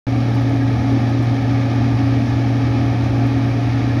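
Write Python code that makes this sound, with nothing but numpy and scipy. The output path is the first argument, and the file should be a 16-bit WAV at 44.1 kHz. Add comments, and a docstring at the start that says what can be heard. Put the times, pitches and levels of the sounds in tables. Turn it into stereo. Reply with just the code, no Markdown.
"""Road milling machine at work

Some way off in the open air, a six-cylinder diesel drones on its firing note and a fan hums above it.
The cutting drum grinds asphalt at a steady pace and the conveyor showers the crumbs into a truck,
where single stones tick. A steel part clinks once, a car passes behind and wind touches the microphone."""
import sys
import numpy as np
from scipy import signal
from scipy.fft import rfft, irfft
from scipy.io import wavfile

SR = 44100
rng = np.random.default_rng(int(sys.argv[2]) if len(sys.argv) > 2 else 0)


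def to_wav(s):
    """Save 16-bit WAV."""
    ch = np.atleast_2d(s).T  # columns
    pcm = np.round(np.clip(ch, -1, 1) * 32767)  # PCM
    wavfile.write(sys.argv[1], SR, pcm.astype(np.int16))


N = 176400
T = np.arange(N) / SR
HZ = np.fft.rfftfreq(N, 1 / SR)
OCTAVE = np.log2(np.maximum(HZ, 1))


def from_db(db):
    """Decibels to gain."""
    return 10 ** (np.asarray(db) / 20)


def rms_one(x):
    """Scale to an rms of 1."""
    return x / np.sqrt(np.mean(x ** 2) + 1e-20)


def noise():
    """Two unrelated white noises."""
    return rng.standard_normal((2, N))


def drift(rate_hz):
    """Slow random motion with a spread of 1."""
    return rms_one(irfft(rfft(rng.standard_normal(N)) / (1 + (HZ / rate_hz) ** 2), N))


def pan(db):
    """Constant-power gains for a balance of left minus right in dB."""
    gains = np.array([from_db(db / 2), from_db(-db / 2)]).reshape(2, -1)
    return gains / np.sqrt(np.mean(gains ** 2, axis=0))


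def colour(spectrum, skirt_db_per_octave=150):
    """An EQ curve that gives white noise a spectrum, falling steeply beyond its ends."""
    hz, db = np.transpose(spectrum)
    octaves_outside = np.abs(OCTAVE - np.clip(OCTAVE, np.log2(hz[0]), np.log2(hz[-1])))
    curve_db = np.interp(OCTAVE, np.log2(hz), db) - skirt_db_per_octave * octaves_outside
    return from_db(curve_db) * np.sqrt(SR / 2)


# The stereo image. Each row: frequency in Hz, left minus right in dB, left-right likeness from -1 to 1.
STEREO_IMAGE = [(25, -1, .97), (60, -0.5, .995), (120, -0.4, 1), (300, -0.6, .997), (700, 0.4, 0.93),
                (810, -1.5, 1), (930, -1.5, 0.64), (1130, 2, 0.89), (1400, 0.3, 0.39), (1650, 6, .6),
                (2200, 1.5, 0.84), (2670, -2.7, 0.24), (2750, 3.5, -0.2), (3320, 2.5, 0.52),
                (3600, -1.5, .35), (4150, -3, .4), (4430, 1, 0), (5100, -1.8, 0.054), (6500, -15.5, -.09),
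                (7100, -17, -0.02), (7600, -9, -.1), (9200, -9.6, -.22), (11000, -2.5, -.04),
                (12200, -9.5, -.08), (14300, -10.5, -.04)]
def radiate(pair, spectrum):
    """Give two unrelated white excitations a source's spectrum and the stereo image."""
    hz, *columns = np.transpose(STEREO_IMAGE)
    balance_db, alike = [np.interp(OCTAVE, np.log2(hz), column) for column in columns]
    mid, side = rfft(pair)
    mid, side = mid * np.sqrt((1 + alike) / 2), side * np.sqrt((1 - alike) / 2)
    return irfft(np.array([mid + side, mid - side]) * colour(spectrum) * pan(balance_db), N)


def grains(per_s, spread_db, power_share):
    """Random small impacts of uneven size over a wash of countless finer ones."""
    sizes = from_db(spread_db * np.minimum(rng.exponential(1, (2, N)), 4))
    signs = rng.choice([-1, 1], (2, N))
    hits = rng.random((2, N)) < per_s / SR
    return np.sqrt(power_share) * rms_one(sizes * signs * hits) + np.sqrt(1 - power_share) * noise()


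def wandering_phase(hz, wander):
    """Phase of a pitch that strays slowly; wander is its relative spread."""
    return 2 * np.pi * np.cumsum(hz * (1 + wander * drift(1))) / SR


def tones(phase, partials, flutter_hz):
    """Multiples of a base pitch, each fluttering in level and phase."""
    out = 0
    for multiple, db, flutter in partials:
        angle = multiple * phase + rng.uniform(0, 2 * np.pi)
        tone = (1 + flutter * drift(flutter_hz)) * np.sin(angle)
        phase_jitter = flutter / 2 * drift(flutter_hz) * np.cos(angle)
        out = out + from_db(db) * np.sqrt(2) * (tone + phase_jitter)
    return out


# Bell-shaped gusts. Each row: centre in seconds, half length in seconds, rms level at the crest in dB.
WIND_GUSTS = [(.66, 0.089, -33), (1.24, .06, -39), (1.82, 0.046, -30), (2.292, .035, -22),
              (2.44, 0.03, -31), (3.1, 0.089, -30), (3.55, 0.13, -34)]
# The wind's low thud. 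Each row: frequency in Hz, relative level in dB.
WIND_SPECTRUM = [(22, -32.5), (45, -20.5), (62, -10), (82, 0.5), (110, -8), (150, -13.5), (400, -26)]
def wind(breeze_db=-43.5):
    """Soft low buffets over a steady breeze, different at each port of the microphone."""
    gusts = sum(from_db(db) * np.exp(-.5 * ((T - s) / half) ** 2) for s, half, db in WIND_GUSTS)
    buffeting = rms_one(irfft(rfft(noise()) * colour(WIND_SPECTRUM), N))
    return buffeting * np.hypot(gusts, from_db(breeze_db))


# The car's pass-by. Each row: time in seconds, rms level in dB, added pan as left minus right in dB.
CAR_PATH = [(0, -61, -5), (2.3, -52.5, -6), (2.8, -40, -4), (3.15, -42, -4), (3.6, -42, 0), (4, -42, 3)]
# Tyres on the road. Each row: frequency in Hz, relative level in dB.
TYRE_SPECTRUM = [(900, -8.5), (1200, -3), (1750, -0.5), (2000, -6.5), (2280, 2.5), (2650, -4), (2950, -8.5),
                 (4300, -15.5)]
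def car():
    """Tyre noise swells and crosses from right to left."""
    s, db, pan_db = np.transpose(CAR_PATH)
    tyres = rms_one(radiate(noise(), TYRE_SPECTRUM))
    return tyres * from_db(np.interp(T, s, db)) * pan(np.interp(T, s, pan_db))


# The steel part's resonances. Each row: frequency in Hz, width of its wander in Hz, peak level in dB.
STEEL_MODES = [(1640, 40, -30.5), (1860, 50, -38)]
def clink(start_s=.605, rise_s=.016, decay_s=.014):
    """Steel is rubbed for a moment and rings."""
    age = np.maximum(T - start_s, 0)
    envelope = np.minimum(age / rise_s, 1) * np.exp(-np.maximum(age - rise_s, 0) / decay_s)
    ringing = sum(from_db(db) * np.sin(wandering_phase(hz, width / hz / 2))
                  for hz, width, db in STEEL_MODES)
    return ringing * envelope * pan(db=-4)


# Larger stones land in the truck. Each row: start in seconds, relative level in dB.
STONE_HITS = [(.343, -40), (0.353, -46), (.414, -42), (.494, -41), (.633, -45), (.928, -44), (1.093, -42),
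              (1.225, -40), (1.241, -44), (2.3, -44), (3.04, -46), (3.267, -41)]
def stones(gain_db=-5.5, decay_s=.0088, band_hz=(5500, 14000)):
    """Each larger stone lands with a short bright tick on the right."""
    envelope = sum(from_db(db + gain_db) * (T >= s) * np.exp(-np.abs(T - s) / decay_s)
                   for s, db in STONE_HITS)
    band = signal.butter(2, band_hz, "band", fs=SR, output="sos")
    return signal.sosfilt(band, noise() * (envelope + 1e-12)) * pan(db=-11.5)


# The hiss of falling grit. Each row: frequency in Hz, relative level in dB.
GRIT_SPECTRUM = [(7350, -103.3), (8200, -97.5), (9200, -93), (11200, -99.1), (12000, -99.7),
                 (13800, -103.4), (14300, -99.6), (14900, -106.2), (15600, -108.6)]
def conveyor(gain_db=-.5, flicker_db=.5, flicker_hz=12):
    """A fine shower of crumbs falls off the conveyor into the truck."""
    crumbs = grains(per_s=700, spread_db=.5, power_share=.25)
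    return radiate(crumbs, GRIT_SPECTRUM) * from_db(gain_db + flicker_db * drift(flicker_hz))


# Bounces off road and steel sides. Each row: left delay in seconds, right delay in seconds, gain in dB.
REFLECTIONS = [(.0023, .0021, -21.5), (.0056, 0.0057, -16), (0.0109, 0.011, -15.5)]
def echoes(pair):
    """A few early reflections give the grinding a hollow ring."""
    out = pair
    for *delays_s, db in REFLECTIONS:
        delayed = [np.interp(T - s, T, channel, left=0) for s, channel in zip(delays_s, pair)]
        out = out + from_db(db) * np.array(delayed)
    return out


# The grinding, coloured by the housing. Each row: frequency in Hz, base level in dB per Hz.
DRUM_SPECTRUM = [(1000, -75), (1170, -61.5), (1300, -64.5), (1440, -71.5), (1600, -68), (1730, -62.5),
                 (1795, -69), (1870, -63), (2000, -74.5), (2200, -66), (2600, -70.5), (2750, -74.5),
                 (2900, -72), (3100, -74.5), (3300, -73.5), (3500, -75), (4050, -74.5), (4300, -79),
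                 (4550, -74.5), (4850, -77), (5400, -76.5), (5900, -79.5), (6450, -85), (6900, -87),
                 (7300, -104)]
# How hard the drum bites. Each row: time in seconds, gain in dB.
DRUM_BITE = [(.1, -1), (.9, -0.5), (1.3, -0.3), (1.8, 0.3), (2.3, .1), (2.7, -0.5), (2.81, 0.3),
             (2.95, -0.6), (3.3, -0.4), (4, -0.2)]
def cutting_drum(flicker_db=.53, flicker_hz=14):
    """Picks chip the asphalt inside a resonant steel housing."""
    level_db = np.interp(T, *np.transpose(DRUM_BITE)) + flicker_db * drift(flicker_hz)
    chips = grains(per_s=2500, spread_db=2, power_share=.4)
    return radiate(chips, DRUM_SPECTRUM) * from_db(level_db)


# The fan's hum. Each row: multiple of the blade rate, base rms level in dB, flutter depth as a fraction.
BLADE_PARTIALS = [(1, -24.5, 0.21), (2, -40.5, .25)]
# Air rushing through the fan. Each row: frequency in Hz, base level in dB per Hz.
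RUSH_SPECTRUM = [(180, -57), (225, -45), (275, -45.5), (320, -48.5), (365, -57), (410, -58.5), (445, -56),
                 (500, -64), (580, -59.5), (625, -60), (675, -58.5), (705, -53), (740, -58), (765, -57),
                 (800, -60), (835, -57), (900, -63), (1000, -71.5)]
# A gentle fader ride on hum and rush together. Each row: time in seconds, gain in dB.
FAN_RIDE = [(.1, -0.5), (.4, 0), (.7, 0.6), (1.1, 0), (1.6, -0.2), (2.2, 0), (2.6, 0), (3.1, .3),
            (3.5, -.7), (4, -0.5)]
def fan(firing_phase, blade_hz=273.6, throb_depth=.16):
    """The blades hum over a rush of air that throbs with each turn of the crank."""
    crank_phase = firing_phase / 3   # six cylinders fire three times a turn
    rush = radiate(noise(), RUSH_SPECTRUM) * (1 + throb_depth * np.sin(crank_phase))
    hum = tones(wandering_phase(blade_hz, wander=.001), BLADE_PARTIALS, flutter_hz=7.2)
    return (hum * pan(db=-.4) + rush) * from_db(np.interp(T, *np.transpose(FAN_RIDE)))


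# The exhaust note. Each row: multiple of the firing rate, rms level in dB, flutter depth as a fraction.
EXHAUST_PARTIALS = [(.5, -43.5, 0.27), (1, -17.5, 0.057), (2, -36, .45)]
# The engine's low rumble. Each row: frequency in Hz, level in dB per Hz.
RUMBLE_SPECTRUM = [(22, -77), (32, -77), (45, -67.5), (70, -46.5), (90, -45), (135, -52), (180, -55)]
def diesel(firing_phase):
    """The exhaust drones on the firing note over an uneven rumble."""
    drone = tones(firing_phase, EXHAUST_PARTIALS, flutter_hz=5)
    return drone * pan(db=-.37) + radiate(noise(), RUMBLE_SPECTRUM)


def scene():
    """The whole machine at work, with a passing car and a light wind."""
    firing_phase = wandering_phase(hz=117.78, wander=.00067)   # governed at about 2350 rpm
    engine = diesel(firing_phase) + fan(firing_phase)
    milling = echoes(cutting_drum()) + conveyor() + stones() + clink()
    return engine + milling + car() + wind()


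def record(dry, start_s=.067, fade_s=.001, cutoff_hz=15750):
    """The sound opens abruptly; a steep low-pass trims the very top."""
    low_pass = signal.ellip(10, .1, 80, cutoff_hz, fs=SR, output="sos")
    opening = np.clip((T - start_s) / fade_s, 0, 1)
    return signal.sosfilt(low_pass, dry * opening)


dry = scene()
out = record(dry)
to_wav(out)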